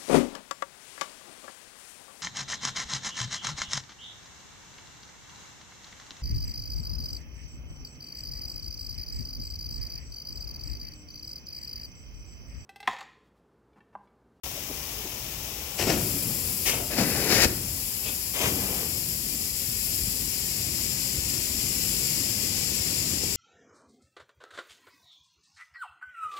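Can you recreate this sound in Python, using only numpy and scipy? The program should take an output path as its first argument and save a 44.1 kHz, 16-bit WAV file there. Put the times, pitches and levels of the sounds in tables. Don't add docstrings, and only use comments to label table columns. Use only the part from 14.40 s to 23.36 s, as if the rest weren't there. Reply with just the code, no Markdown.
import sys
import numpy as np
from scipy import signal
from scipy.fft import rfft, irfft
from scipy.io import wavfile

SR = 44100
rng = np.random.default_rng(int(sys.argv[2]) if len(sys.argv) > 2 else 0)


def unload_audio(sound):
    columns = np.transpose(np.atleast_2d(sound))
    steps = np.round(np.clip(columns, -1, 1) * 32767)
    wavfile.write(sys.argv[1], SR, steps.astype(np.int16))


N = 395136
TIME = np.arange(N) / SR
HZ = np.fft.rfftfreq(N, 1 / SR)

# lit/s, lead/ms, hiss/dB, fizz/dB, roar/dB, flare-up/dB, flare-up length/s
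FLARES = [(1.29, 0.16, -37.5, -36, -50, 1.5, .5), (2.52, .09, -40, -35, -52, 5.5, 0.53),
          (1.485, 0.016, -41.5, -34.5, -51.5, 7, 0.9), (3.27, -0.079, -44.5, -35.5, -65, 2, 0.54),
          (3.92, -0.158, -39.5, -33.5, -45, 2.5, 0.89)]
# name, start/s, rise/s, hold/s, fade/s, climb during the hold/dB,
# bright rush/dB, throaty body/dB, fireball/dB, fireball fade/s
GUSHES = [("yellow", 1.367, .036, .02, .45, 0, -24.7, -30.5, -31, 0.76),
          ("yellow", 1.458, 0.031, 0.012, 0.48, 0, -23, -26, -29.5, 3.1),
          ("blue", 2.244, 0.027, 0.029, 0.37, 0, -21.5, -35.5, -45, .8),
          ("blue", 2.315, 0.024, 0.057, 0.38, 0, -41, -33.5, -36, 0.88),
          ("green", 2.49, 0.026, 0.38, .3, 5.2, -31.5, -36, -38, 1.6),
          ("green", 2.552, 0.038, 0.013, 0.3, 0, -22.5, -27.5, -26, 0.89),
          ("green", 2.865, 0.071, .025, .4, 0, -17.5, -25, -26.5, 0.46),
          ("green", 2.963, 0.029, .058, .035, 6.8, -19.5, -31.5, -37.5, 1.07),
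          ("spurt", 3.63, 0.042, .02, 0.19, 0, -32, -38.5, -41, .7),
          ("pink", 3.922, .04, .06, .35, 4, -30, -38, -50, 1.0),
          ("pink", 3.985, 0.064, 0.011, 0.31, 0, -24.5, -28.5, -31.5, 1.9),
          ("pink", 4.09, 0.097, 0.23, 0.73, -1, -36, -38, -46, 1.3)]
# t/s, level/dB
FUSE_LEVELS = [(1.3, -30), (2.6, -35.5), (3.9, -36.5), (4.3, -55)]


def jets():
    # f/Hz, level/dB
    jet_tone = [(700.0, -19), (1350.0, -25.5), (1900.0, -15.5), (2500.0, -9.5), (3800.0, -13.5),
                (5000.0, -2), (5400.0, -3), (6350.0, -10), (7400.0, 0.5), (8200.0, -9.5), (8900.0, -15),
                (10700.0, -1.5), (11800.0, -6.5), (12800.0, -1.5), (14400.0, -5.5), (15800.0, -6.5)]
    # t/s, half length/s, hiss/dB, fizz/dB
    swells = [(2.12, .15, -0.5, 1.8), (2.28, .03, 0, 3), (2.687, 0.023, -2, 3), (4.035, .07, 0.5, 1.5),
              (5.52, .25, 0.5, 2.4), (7.6, .27, 0.5, 2.5), (8.9, .3, -.8, -1.3)]
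    widening_db, fizz_db_per_s = 7.5, -0.36
    tone = amp(read(jet_tone, HZ)) * above(556, order=2)
    fizz_band = above(8910, order=10)
    hiss_band = np.sqrt(1 - fizz_band ** 2)
    hiss_swell, fizz_swell = sum(np.outer(levels, np.exp(-((TIME - middle) / half) ** 2))
                                 for middle, half, *levels in swells)
    out = np.zeros((2, N))
    for lit, lead, hiss_db, fizz_db, _, flare_up_db, flare_up_s in FLARES:
        age, strength, widened = burn(lit, flare_up_db, flare_up_s)
        gas = turbulence(flutter_db=0.82, rate_hz=170) + amp(-12.5) * sparks(per_s=350, spread_db=3.0)
        hiss = amp(hiss_db + hiss_swell + widening_db * widened) * filtered(gas, tone * hiss_band)
        waver_db = 0.6 * wander(5.9)
        fizz = amp(fizz_db + fizz_swell + fizz_db_per_s * age + waver_db)
        fizz *= filtered(gas, tone * fizz_band)
        out += placed(strength * (hiss + fizz), lead)
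    return out * amp(0.41 * wander(14))


def burn(lit, flare_up_db, flare_up_s):
    catch_s, widen_after_s, widen_s = 0.15, 1.99, 3.61
    age = np.maximum(TIME - lit, 0)
    strength = np.minimum(age / catch_s, 1) * amp(flare_up_db / (1 + (age / flare_up_s) ** 10))
    widened = np.clip((age - widen_after_s) / widen_s, 0, 1)
    return age, strength, widened


def gushes():
    voices = {"yellow": (0.013, 1.071, 1.3, 3100, 3), "blue": (-0.071, 1.2, 0, 2320, 2),
              "green": (0.0945, 1.01, 0.5, 1540, 2.7), "spurt": (-0.3, 1.5, -1.5, 2450, 7),
              "pink": (-.15, 1.25, -3.2, 3430, 2)}
    # f/Hz, level/dB
    rush_tone = [(500, -20), (900, -8.5), (1100.0, -16), (1800.0, -2), (2500.0, -1.5), (3300.0, -10.5),
                 (5000.0, -1), (6400.0, -9.5), (7200.0, -5), (8800.0, -23), (10400.0, -10.5),
                 (13000.0, -15), (15800.0, -16.5)]
    body_tone = [(100, -22), (220, -4), (350, 0), (520, -1.5), (750, -3.5), (1000, -12), (1500, -13),
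                 (4000, -50.5)]
    out = np.zeros((2, N))
    for voice, (lead, stretch, tilt_db, tube_hz, tube_db) in voices.items():
        octaves = np.log2((HZ + 1) / tube_hz)
        ring_db = tube_db * np.exp(-(octaves / 0.19) ** 2)
        tone_db = read(rush_tone, HZ / stretch) + tilt_db * octaves + ring_db
        gas = turbulence(flutter_db=1.2, rate_hz=128) + amp(-16.5) * sparks(per_s=700, spread_db=2.9)
        rush = filtered(gas, amp(tone_db) * above(590))
        body = filtered(turbulence(flutter_db=1.64, rate_hz=70), amp(read(body_tone, HZ)))
        rush_power, body_power = np.zeros((2, N))
        for name, start, rise, hold, fade, climb_db, rush_db, body_db, _, _ in GUSHES:
            if name == voice:
                flow = surge(start, rise, hold, fade, climb_db)
                rush_power += (amp(rush_db) * flow) ** 2
                body_power += (amp(body_db) * flow) ** 2
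        out += placed(rush * np.sqrt(rush_power) + body * np.sqrt(body_power), lead)
    return out


def surge(start, rise, hold, fade, climb_db):
    held = TIME - start - rise
    opening = np.sin(np.pi / 2 * np.clip((TIME - start) / rise, 0, 1)) ** 2
    climb = amp(climb_db * np.clip(held / hold, 0, 1))
    return opening * climb * die_away(np.maximum(held - hold, 0), fade)


def flames():
    # f/Hz, level/dB
    calm_tone = [(30, -30.5), (60, 2.5), (100, 3), (200, 0.5), (350, -5), (500, -12), (800, -22.5),
                 (1500, -24), (4000, -59.5)]
    fierce_tone = [(35, -30), (110, 0.5), (300, 3.5), (500, -4), (800, -18.5), (1400, -18), (4000, -55.5)]
    level_db = fire_level_db()
    fierce_share = np.clip((level_db + 38) / 14, 0, .7)
    calm = filtered(turbulence(flutter_db=1.39, rate_hz=47.6), amp(read(calm_tone, HZ)))
    fierce = filtered(turbulence(flutter_db=2.8, rate_hz=58), amp(read(fierce_tone, HZ)))
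    roar = np.sqrt(1 - fierce_share) * calm + np.sqrt(fierce_share) * fierce
    return placed(amp(level_db) * roar, lead_ms=0.15)


def fire_level_db():
    widening_db, fuse_flame_db = 8, -20
    lag_s = 0.018
    power = np.full(N, 1e-9)
    for lit, _, _, _, roar_db, flare_up_db, flare_up_s in FLARES:
        _, strength, widened = burn(lit, flare_up_db, flare_up_s)
        power += (strength * amp(roar_db + widening_db * widened)) ** 2
    for _, start, rise, hold, _, climb_db, _, _, fireball_db, fade in GUSHES:
        power += (amp(fireball_db) * surge(start + lag_s, rise, hold, fade, climb_db)) ** 2
    power += amp(curve(FUSE_LEVELS) + fuse_flame_db) ** 2
    return 10 * np.log10(power)


def puffs():
    # t/s, peak/dB, f/Hz, rise/s
    low_puffs = [(.058, -33, 700, 0.0063), (.172, -34, 600, 0.0064), (.292, -29.5, 278, 0.0072),
                 (0.309, -28, 400, 0.0025), (.648, -30.5, 397, 0.0082), (1.468, -15.5, 297, 0.003),
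                 (1.491, -15, 306, 0.01), (1.563, -20, 149.5, 0.0035), (2.582, -18, 280, 0.0028),
                 (2.637, -16.5, 217, 0.0048), (3.049, -14.5, 242, 0.0051), (5.61, -28, 50, 0.019),
                 (5.671, -25, 75, 0.0057), (6.755, -25.5, 85.5, 0.018)]
    # t/s, level/dB, f/Hz, fade/s
    collapse = (3.055, -14.5, 76, 0.09)
    out = np.zeros(N)
    for start, db, hz, rise in low_puffs:
        progress = np.maximum(TIME - start, 0) / rise
        band = signal.butter(1, [hz / 1.9, hz * 1.5], "band", fs=SR, output="sos")
        noise = signal.sosfilt(band, signal.sosfilt(band, rng.standard_normal(N)))
        puff = noise * progress * np.exp(-progress)
        out += amp(db) * puff / abs(puff).max()
    start, db, hz, fade = collapse
    age = np.maximum(TIME - start, 0)
    thump = amp(db) * die_away(age, fade) * np.sin(2 * np.pi * hz * age)
    return placed(out + thump, lead_ms=0.072)


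def fuses():
    # f/Hz, level/dB
    fuse_tone = [(300.0, -3.5), (800.0, -6.5), (1550.0, -12.5), (2600.0, -3), (3300.0, -4.5), (4300.0, -8),
                 (5400.0, -1), (7200.0, -5), (8600.0, -10), (9800.0, -11.5), (11200.0, -4), (12400.0, -8),
                 (15500.0, -1.5)]
    tone = amp(read(fuse_tone, HZ)) * above(250, order=2)
    out = np.zeros((2, N))
    for place, (_, lead, *_) in enumerate(FLARES):
        gas = turbulence(flutter_db=1.62, rate_hz=160) + amp(-10.5) * sparks(per_s=400, spread_db=2.7)
        out += amp(1.03 * place) * placed(filtered(gas, tone), lead)
    return evened(out) * amp(curve(FUSE_LEVELS))


def street_echoes(sound, count=5):
    out = np.zeros((2, N))
    for k in range(count):
        share = np.sqrt(2 / count) * np.cos(np.pi * (2.6 * TIME + k / count))
        out += signal.fftconvolve((sound * share)[None], echo_tail(), axes=1)[:, :N]
    return out


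def echo_tail():
    # f/Hz, level/dB, fade/s
    echoes = [(100, -13.5, 0.76), (500, -4, 0.36), (1500, -1.5, 0.51), (5000, -2, 0.39), (9000, -1.5, 0.33),
              (14000, -4.5, .2)]
    t = np.arange(SR // 2) / SR
    bounces = rng.standard_normal((2, len(t))) * (t > .002) * (1 + 3.1 * np.exp(-t / 0.0077))
    hz, delay, bands = signal.stft(bounces, SR, nperseg=256)
    bands *= die_away(delay, read(echoes, hz, column=2)[:, None])
    band_size = np.sqrt((abs(bands) ** 2).sum(2).mean(0))
    bands *= (amp(read(echoes, hz)) / band_size)[:, None]
    tail = signal.istft(bands, SR, nperseg=256)[1]
    return tail / np.linalg.norm(tail[0])


def rumble():
    # f/Hz, level/dB
    tone = [(15, -38), (30, -21), (42, -5), (58, 0), (85, -7.5), (130, -9), (300, -30.5), (1000, -29.5),
            (4000, -56.5)]
    # t/s, level/dB
    levels = [(0, -43.5), (1.6, -43.5), (3.3, -40), (3.6, -47.5), (5, -45), (7.5, -45)]
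    strength = amp(curve(levels) + 0.82 * wander(6.2))
    return strength * filtered(rng.standard_normal(N), amp(read(tone, HZ)))


def turbulence(flutter_db, rate_hz):
    return evened(rng.standard_normal(N) * amp(flutter_db * wander(rate_hz)))


def sparks(per_s, spread_db):
    size = amp(spread_db * np.minimum(rng.exponential(1, N), 4))
    return evened(size * rng.choice([-1, 1], N) * (rng.random(N) < per_s / SR))


def wander(rate_hz):
    return filtered(rng.standard_normal(N), 1 / (1 + (HZ / rate_hz) ** 2))


def placed(sound, lead_ms):
    delay = np.exp(-2j * np.pi * HZ * lead_ms / 1000)
    return np.array([sound, irfft(rfft(sound) * delay, N)])


def amp(db):
    return 10 ** (np.asarray(db) / 20)


def die_away(age, fade):
    return np.exp(-np.log(1000) * age / fade)


def evened(sound):
    return sound / np.sqrt(np.mean(sound ** 2) + 1e-20)


def filtered(sound, gain):
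    return evened(irfft(rfft(sound) * gain, N))


def above(edge_hz, order=4):
    return 1 / np.sqrt(1 + (edge_hz / (HZ + 1)) ** (2 * order))


def curve(rows):
    return np.interp(TIME, *np.transpose(rows))


def read(rows, hz, column=1):
    columns = np.transpose(rows)
    return np.interp(np.log(hz + 1), np.log(columns[0]), columns[column])


def scene():
    # f/Hz, level against the left/dB
    shade = [(60.0, -1.5), (250.0, -3), (600.0, -5.0), (1300.0, -8), (2600.0, -8.5), (4000.0, -9),
             (5100.0, -11.5), (6400.0, -10.5), (7300.0, -18.5), (8600.0, -2.5), (10500.0, -8.5),
             (13000.0, -7.5), (15500.0, -7)]
    direct = fuses() + gushes() + jets() + flames() + puffs()
    facing = np.array([np.ones(len(HZ)), amp(-2.4 * above(860, order=1))])
    echoes = street_echoes(direct[0]) * amp([[-14.5], [-5.5]])
    heard = irfft(rfft(direct) * facing, N) + echoes + rumble()
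    heard[1] = irfft(rfft(heard[1]) * amp(read(shade, HZ)), N)
    return heard


def record(dry):
    silent_start_s, lowest_hz, highest_hz = 0.035, 33, 15880
    bass_cut = signal.butter(2, lowest_hz, "high", fs=SR, output="sos")
    treble_cut = signal.firwin(511, highest_hz, window=("kaiser", 9), fs=SR)
    sound = dry * (TIME > silent_start_s)
    return signal.oaconvolve(signal.sosfilt(bass_cut, sound), treble_cut[None], "same")


dry = scene()
out = record(dry)
unload_audio(out)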